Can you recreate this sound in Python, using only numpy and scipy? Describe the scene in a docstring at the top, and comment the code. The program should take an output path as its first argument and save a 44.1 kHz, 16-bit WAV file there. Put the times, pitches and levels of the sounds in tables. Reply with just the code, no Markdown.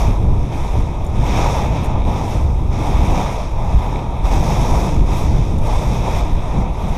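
"""Wind thumps and flutters over the gritty hiss of a dog sled gliding on packed, rutted snow.
We ride on the sled, listening from a small camera in a closed housing that the eddies buffet.
The runners grind snow grains, biting harder on each firm patch; the frame drones with them and the
housing's cavities colour the hiss. Now and then the wooden frame knocks on a rut, a metal clip ticks
and ice chips tap the housing."""
import sys
import numpy as np
from scipy import signal
from scipy.fft import rfft, irfft, next_fast_len
from scipy.io import wavfile
from scipy.ndimage import uniform_filter1d

SR = 44100
rng = np.random.default_rng(int(sys.argv[2]) if len(sys.argv) > 2 else 0)


def generate_wav(sig):
    """Save sig (samples, or channels by samples) to the path in sys.argv[1] as 16-bit PCM at SR."""
    pcm = np.round(np.clip(np.atleast_2d(sig).T, -1, 1) * 32767).astype(np.int16)
    wavfile.write(sys.argv[1], SR, pcm)


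N = 307377

# Ticks of the metal clip: t/s, level/dB, f/Hz struck hardest
CLIP_HITS = [(0.646, -41, 8700), (0.796, -47, 9300), (1.0455, -39, 9050), (1.064, -36.5, 6840),
             (1.8344, -40, 8700), (1.842, -33, 8700), (1.845, -37, 7100), (1.8584, -39, 8990),
             (1.8654, -49, 6820), (5.5822, -36, 8150), (6.8838, -43, 7280)]
METAL_MODES = [(7020, -6, 0.024), (8600, 0, 0.0044), (9900, 2, 0.003), (11500, 1.5, .0025),
               (13900, 1, .003)]
# Ice chips thrown at the housing: t/s, level/dB, tilt toward the upper cavities/(dB per octave)
CHIP_HITS = [(0.65, -32, .1), (0.679, -26, 6), (0.754, -28.5, -3), (2.019, -23, 10), (2.04, -27, 8),
             (2.051, -25, 8), (2.12, -32, 8), (3.9583, -19, -.6), (4.201, -36, -3), (4.3161, -32, -1.5),
             (4.332, -26, -3), (6.07, -30, -3)]
# Ring of the housing's cavities: f/Hz, level/dB, t60/s
CAVITY_MODES = [(2350, 3, .014), (3720, 0, 0.011), (5700, -20, .006)]
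# Hollow knocks of the frame on ruts: t/s, level/dB
RUT_HITS = [(0.648, -18), (0.754, -13), (1.234, -15), (2.081, -15), (2.213, -16.5), (3.116, -17),
            (3.179, -11), (3.691, -24), (4.319, -18), (4.333, -8), (4.642, -15), (6.07, -14), (6.078, -9),
            (6.085, -12), (1.394, -13), (4.328, -12), (4.344, -18), (1.365, -16), (1.41, -17), (1.46, -10),
            (3.24, -14)]
# Ring of the wooden slats: f/Hz, level/dB, t60/s
WOOD_MODES = [(595, -8, 0.039), (800, -5, 0.14), (930, 13.5, 0.037), (1170, -9, 0.03)]

# Hard patches of snow: bite t/s, ease-off t/s, sizzle at bite/dB, sizzle at ease-off/dB, fade/(dB/s),
# then trims: grind/dB, spray/dB, hiss/dB, dust/dB
HARD_PATCHES = [(0.0, 0.082, -40, -44.5, 97, -1.5, 3.5, 0, .1),
                (.39, 0.49, -54, -52, 47.5, -3.5, 4, -1, .1),
                (.525, .675, -48, -47.5, 60, -3, 3.5, -0.5, 2), (.72, 0.79, -49, -48.5, 58, -2, 4, 0, .1),
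                (1.142, 1.253, -50.5, -45, 60, -2.5, 2.5, -1, 2),
                (1.26, 1.37, -43.5, -38.5, 60, -1, 2, 1.5, 2),
                (1.374, 1.45, -37, -38.5, 42, 1.5, 1.5, 2.5, -5),
                (1.47, 1.613, -39.5, -42, 53, 0.5, 1.5, 1, .1), (1.747, 1.9, -47, -51, 48, 1, 0, 2.5, .1),
                (2.053, 2.09, -52, -47, 60, -1.5, 4, 1, .1), (2.1, 2.19, -46.5, -46, 60, -1, 1.5, -0.3, 13),
                (2.238, 2.32, -46.5, -45, 50, -3, 3.5, -1.5, 2.1),
                (2.728, 2.863, -47.5, -43, 25, -1.5, 3, -0.8, .1),
                (2.875, 3.113, -46, -43, 26, -0.3, 4, 1.5, -4), (3.153, 3.256, -40.5, -42, 46, 1, 2, 1, -1),
                (3.28, 3.378, -43.5, -46, 45, -2, 2, -1.5, .1),
                (3.547, 3.78, -54, -48, 57, 0.5, 2, -0.2, .1), (3.82, 3.923, -49.5, -50, 43, 1, 4, 1.5, .1),
                (4.254, 4.3, -43.5, -47.5, 34, 1, 6, 1, 8),
                (4.318, 4.37, -38.5, -40.5, 34, -2.5, 2.5, -1, 9),
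                (4.435, 4.55, -40, -39.5, 33, -2, 2.5, -1.5, 4),
                (4.61, 4.817, -39.5, -39, 48, -1.5, 2.5, -1.5, .1),
                (5.055, 5.134, -49, -40, 28, -3, 2.5, -1.8, -2.1),
                (5.138, 5.26, -42, -43, 35, -2.5, 0.5, -2.5, -4),
                (5.598, 5.672, -55, -44, 35, -0.8, 5, -1, -2.1),
                (5.68, 5.788, -44, -43, 37, -0.8, 3.5, -0.3, -5),
                (5.81, 5.963, -43.5, -44.5, 17, -2.5, 3.5, -0.2, 2),
                (6.04, 6.17, -44.5, -42, 60, -1.2, 2.5, 0, .1),
                (6.416, 6.594, -51.5, -49.5, 55.5, 0.5, 2.5, 0.7, -4),
                (6.735, 6.97, -53.5, -48, 50, -2.1, 4, 0, .1)]
# The runners' load shifts briefly over ridges: t/s, sizzle dip/dB (negative swells)
RIDGES = [(2.0, -3.5), (2.7, 0), (4.205, 0.5), (5.6, 0), (6.66, 2.5)]
# Grind, the frame droning up to 1 kHz: f/Hz, level/dB
GRIND_EQ = [(240, -22), (400, -5.5), (525, -2), (563, -2.5), (604, 0), (760, 0.4), (933, 2), (983, 1),
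            (1070, -7), (1240, -8), (1370, -18), (1600, -40), (2080, -55), (3520, -120)]
# Hiss, ringing in two housing cavities: f/Hz, level/dB
HISS_EQ = [(880, -38), (1500, -3.5), (1690, -3), (1920, -1), (2220, 4), (2400, 4), (2560, 4), (2790, -5),
           (2920, -7), (3610, 1), (3810, -2), (4230, -21.5), (4400, -23), (5720, -75), (9680, -120)]
# Sizzle, ringing in a third cavity: f/Hz, level/dB
SIZZLE_EQ = [(2530, -24), (4350, -7), (4950, -1.5), (5400, 3.5), (5700, 4), (6150, 1), (6450, -0.2),
             (6800, -1), (7400, -12.5), (9490, -26.5), (16100, -120)]
# Bright snow spray: f/Hz, level/dB
SPRAY_EQ = [(4290, -100), (7500, -.6), (8300, 2), (11900, -0.5), (12800, -4.5), (16600, -42), (22000, -120)]
# Snow dust, the airy top: f/Hz, level/dB
DUST_EQ = [(9000, -40), (12500, -9), (13300, 1.5), (14600, 1.5), (15100, -3)]

# Slow ride of the wind's strength: t/s, buffet level/dB, flutter level/dB
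WIND_LEVELS = [(0.0, -15, -24), (0.37, -13.5, -25), (0.78, -20.5, -27), (1.08, -18.5, -28.5),
               (1.34, -17.5, -24), (2.31, -17, -26), (2.48, -19.5, -30), (3.09, -14, -21.5),
               (3.38, -19, -33), (3.75, -21, -27), (4.12, -18.5, -29.5), (4.42, -18.5, -23.5),
               (4.7, -17, -23.5), (5.34, -12, -23), (5.94, -17.5, -25.5), (6.97, -20, -29.5)]
# Single gusts and brief lulls: t/s, buffet boost/dB, flutter boost/dB
GUSTS = [(.1, 6.5, 5), (.16, -4.5, -10), (.27, 2, 3.5), (.45, -2, 1), (.6, -1.5, -0.5), (.7, 0.5, -5.5),
         (.78, 5, 4.5), (.97, -4, -5), (1.2, 4.5, 5), (1.38, 2.5, 5.5), (1.28, 0, 4.5), (1.61, 1.5, 1),
         (1.75, 3, 1.5), (1.95, 2.5, 1.5), (2.2, -2.5, 4.5), (2.8, -1, 6), (2.08, 5, 2.5), (2.46, 9, 4.5),
         (3.03, 2.5, 4.5), (3.2, -4, 9), (3.34, -5, 5), (3.76, 11.5, 1), (4.02, -9, -1), (4.25, 6.5, 1.5),
         (4.37, 5.5, 5), (4.73, 8.5, 5.5), (4.86, -8, 5.5), (4.99, 7.5, 9.5), (5.27, -0.5, -1),
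         (5.4, 0, 1.5), (5.49, -2, -3.5), (5.57, 0, 2), (5.64, 3.5, 0.5), (5.76, 5.5, -8),
         (5.83, -11, -0.5), (5.95, -5, -0.5), (6.15, 0, 1.5), (6.29, 0, 2), (6.37, 7.5, 2.5),
         (6.579, 4, 10.5), (6.85, 5.5, 7), (6.92, 1.5, 3.5)]
# Deep buffeting on the housing: f/Hz, level/dB
BUFFET_EQ = [(5, -22), (10, -0.5), (18, 1.5), (28, 0.5), (50, 2), (75, -2.5), (115, -9), (150, -40.5),
             (250, -120)]
# Quicker flutter above the buffeting: f/Hz, level/dB
FLUTTER_EQ = [(74, -19.5), (125, -0.5), (180, -5.5), (250, -14), (400, -36), (700, -120)]
# Rustle, the top of the flutter: f/Hz, level/dB
RUSTLE_EQ = [(150, -30), (230, -3.5), (300, 0.5), (430, -5), (560, -9.5), (950, -110)]

SOFT_DB, FIRM_DB, THICK_DB = -55.5, -45, -51  # sizzle on soft snow, on firm snow; thick spray
BITE_DB_PER_S, RIDGE_HALF_WIDTH_S, GUST_HALF_WIDTH_S = 480, 0.027, 0.037
SPRAY_LAG_S, SPRAY_DUCK = 0.042, 0.3  # spray loses this many dB per dB of sudden rise in sizzle
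DUST_FADE = 0.08  # dB lost per squared dB of spray under THICK_DB
RUSTLE_DB, RUSTLE_SHARE = -7, 0.52  # rustle against flutter; extra share of the flutter's gust boost
CHIP_ATTACK_S, HIGH_CUT_HZ = 0.0011, 15154
HOP = 64  # samples per step of the patch and gust envelopes


def undb(db):
    """Decibels to amplitude."""
    return 10 ** (np.asarray(db) / 20)


def unit_rms(x):
    """Scale to an RMS of 1."""
    return x / np.sqrt(np.mean(x ** 2))


def wobble(rate_hz):
    """Smooth random modulation with a spread of 1: stepped levels, slewed twice."""
    hold = int(SR / rate_hz)
    steps = np.repeat(rng.standard_normal(N // hold + 1), hold)
    smooth = uniform_filter1d(uniform_filter1d(steps, hold), hold)[:N]
    return smooth / np.std(smooth)


def colour(x, eq, flicker_db, rate_hz, bands):
    """EQ a sound and let its overlapping bands flicker independently; RMS 1."""
    size = next_fast_len(N)
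    hz, db = np.transpose(eq)
    log_hz = np.log(np.arange(1, size // 2 + 2) * SR / size)
    shaped = rfft(x, size) * undb(np.interp(log_hz, np.log(hz), db))
    centres = np.linspace(np.log(hz[1]), np.log(hz[-2]), bands)
    split = (irfft(shaped * np.interp(log_hz, centres, row), size)[:N] for row in np.eye(bands))
    return unit_rms(sum(undb(flicker_db * wobble(rate_hz)) * band for band in split))


def ring(modes, blow):
    """Decaying modes driven by the force of a blow; peak 1."""
    t = np.arange(SR // 10) / SR
    free = sum(undb(db) * np.sin(2 * np.pi * hz * t) * 1000 ** (-t / t60) for hz, db, t60 in modes)
    struck = signal.fftconvolve(free, blow)[:len(t)]
    return struck / np.max(np.abs(struck))


def place(track, start_s, sound):
    """Mix a one-shot into a track."""
    at = int(start_s * SR)
    track[at:at + len(sound)] += sound[:N - at]


def clip_ticks():
    """A brief rattle rings the small metal modes, strongest near the struck frequency."""
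    track, t = np.zeros(N), np.arange(SR // 20) / SR
    for start_s, level_db, struck_hz in CLIP_HITS:
        modes = [(hz, db - 18 * abs(np.log2(hz / struck_hz)), t60) for hz, db, t60 in METAL_MODES]
        rattle = rng.standard_normal(len(t)) * 1000 ** (-t / 0.051)
        place(track, start_s, undb(level_db) * ring(modes, rattle))
    return track


def ice_chips():
    """A chip taps the housing and its cavities answer for a few milliseconds."""
    track, tap = np.zeros(N), np.hanning(int(0.00026 * SR))
    attack = np.clip(np.arange(SR // 10) / (CHIP_ATTACK_S * SR), 0, 1)
    lowest_hz = CAVITY_MODES[0][0]
    for start_s, level_db, tilt in CHIP_HITS:
        modes = [(hz, db + tilt * np.log2(hz / lowest_hz), t60) for hz, db, t60 in CAVITY_MODES]
        place(track, start_s, undb(level_db) * attack * ring(modes, tap))
    return track


def frame_knocks():
    """A runner drops into a rut: a short, soft push, and the slats ring briefly."""
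    track, push = np.zeros(N), np.hanning(int(0.0014 * SR))
    for start_s, level_db in RUT_HITS:
        modes = [(hz, db + 3 * rng.standard_normal(), t60) for hz, db, t60 in WOOD_MODES]
        place(track, start_s, undb(level_db) * ring(modes, push))
    return track


def snow_patches():
    """Sizzle bites, holds and fades on each hard patch; the loudest patch sets the four trims, in dB."""
    t = np.arange(0, N, HOP) / SR
    bite_s, ease_s, bite_db, ease_db, fade, *trims = np.transpose(HARD_PATCHES)[:, :, None]
    held_db = bite_db + (ease_db - bite_db) * np.clip((t - bite_s) / (ease_s - bite_s), 0, 1)
    patch_db = held_db - BITE_DB_PER_S * np.maximum(bite_s - t, 0) - fade * np.maximum(t - ease_s, 0)
    loudest = patch_db.argmax(axis=0)
    trims_db = [uniform_filter1d(trim[loudest, 0], size=8) for trim in trims]
    dip_db = sum(db * np.exp(-((t - s) / RIDGE_HALF_WIDTH_S) ** 2) for s, db in RIDGES)
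    sizzle_db = np.maximum(patch_db.max(axis=0), SOFT_DB) - dip_db
    return [np.interp(np.arange(N) / SR, t, curve) for curve in [sizzle_db] + trims_db]


def snow_grains(share, spread_db):
    """Crystals snap on this share of all samples, a few louder than the rest."""
    snaps = rng.random(N) < share
    size_db = spread_db * rng.exponential(size=N)
    return unit_rms(snaps * rng.standard_normal(N) * undb(size_db))


def runners(jolts_db):
    """One stream of breaking crystals feeds five layers, grind up to dust; jolts shake the grind."""
    sizzle_db, grind_trim, spray_trim, hiss_trim, dust_trim = snow_patches()
    # Grind, hiss and spray ride the sizzle's level, each at its own ratio.
    firmness_db = sizzle_db - FIRM_DB
    grind_db = -26.5 + 0.54 * firmness_db + grind_trim + 0.7 * jolts_db
    hiss_db = -39.5 + 0.74 * firmness_db + hiss_trim
    slew = 1 / (SPRAY_LAG_S * SR)
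    lagged_db = signal.lfilter([slew], [1, slew - 1], firmness_db - firmness_db[0]) + firmness_db[0]
    rise_db = np.maximum(firmness_db - lagged_db, 0)
    spray_db = -56 + 0.94 * firmness_db + spray_trim - SPRAY_DUCK * rise_db
    # Dust rides the spray and dies away faster as it thins.
    thickness_db = spray_db - THICK_DB
    dust_db = -62 + 1.9 * thickness_db + dust_trim - DUST_FADE * np.minimum(thickness_db, 0) ** 2

    snow = snow_grains(share=0.6, spread_db=1.1) * undb(0.32 * wobble(30))
    grind = colour(snow, GRIND_EQ, flicker_db=0.78, rate_hz=27, bands=3) * undb(grind_db)
    hiss = colour(snow, HISS_EQ, flicker_db=0.89, rate_hz=17, bands=3) * undb(hiss_db)
    sizzle = colour(snow, SIZZLE_EQ, flicker_db=0.92, rate_hz=20.88, bands=2) * undb(sizzle_db)
    spray = colour(snow, SPRAY_EQ, flicker_db=1.6, rate_hz=30, bands=6) * undb(spray_db)
    spray *= undb(0.48 * wobble(8) + 0.6 * wobble(30))
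    dust = colour(snow, DUST_EQ, flicker_db=3.5, rate_hz=12, bands=3) * undb(dust_db)
    return grind + hiss + sizzle + spray + dust


def wind(jolts_db):
    """Eddies press on the housing in puffs: deep thuds, plus a flutter and rustle that jolts shake."""
    t = np.arange(N) / SR
    cue_s, *levels = np.transpose(WIND_LEVELS)
    buffet_db, flutter_db = [np.interp(t, cue_s, level) for level in levels]
    gust_s, *boosts = np.transpose(GUSTS)
    swells = np.exp(-((t[::HOP] - gust_s[:, None]) / GUST_HALF_WIDTH_S) ** 2)
    buffet_boost_db, flutter_boost_db = np.repeat(boosts @ swells, HOP, axis=1)[:, :N]
    puffs = undb(0.78 * wobble(12))
    buffet = colour(rng.standard_normal(N), BUFFET_EQ, flicker_db=0.94, rate_hz=6.6, bands=3)
    buffet *= undb(buffet_db + buffet_boost_db)
    flutter = colour(rng.standard_normal(N), FLUTTER_EQ, flicker_db=0.5, rate_hz=11, bands=2)
    flutter *= undb(flutter_boost_db)
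    rustle = colour(rng.standard_normal(N), RUSTLE_EQ, flicker_db=0.29, rate_hz=15, bands=2)
    rustle *= undb(RUSTLE_DB + RUSTLE_SHARE * flutter_boost_db)
    return puffs * (buffet + undb(flutter_db + 0.5 * jolts_db) * (flutter + rustle))


def scene():
    """Mono mix with the wind up front; the same sled jolts shake wind and runners."""
    jolts_db = wobble(20)
    return (wind(jolts_db) + runners(jolts_db) + frame_knocks() + clip_ticks() + ice_chips())[None]


def record(dry):
    """The camera soft-clips the loudest buffets and cuts the top."""
    rounded = np.tanh(1.3 * dry) / 1.1
    high_cut = signal.ellip(12, 0.2, 80, HIGH_CUT_HZ, fs=SR, output="sos")
    return signal.sosfilt(high_cut, rounded)


dry = scene()
out = record(dry)
generate_wav(out)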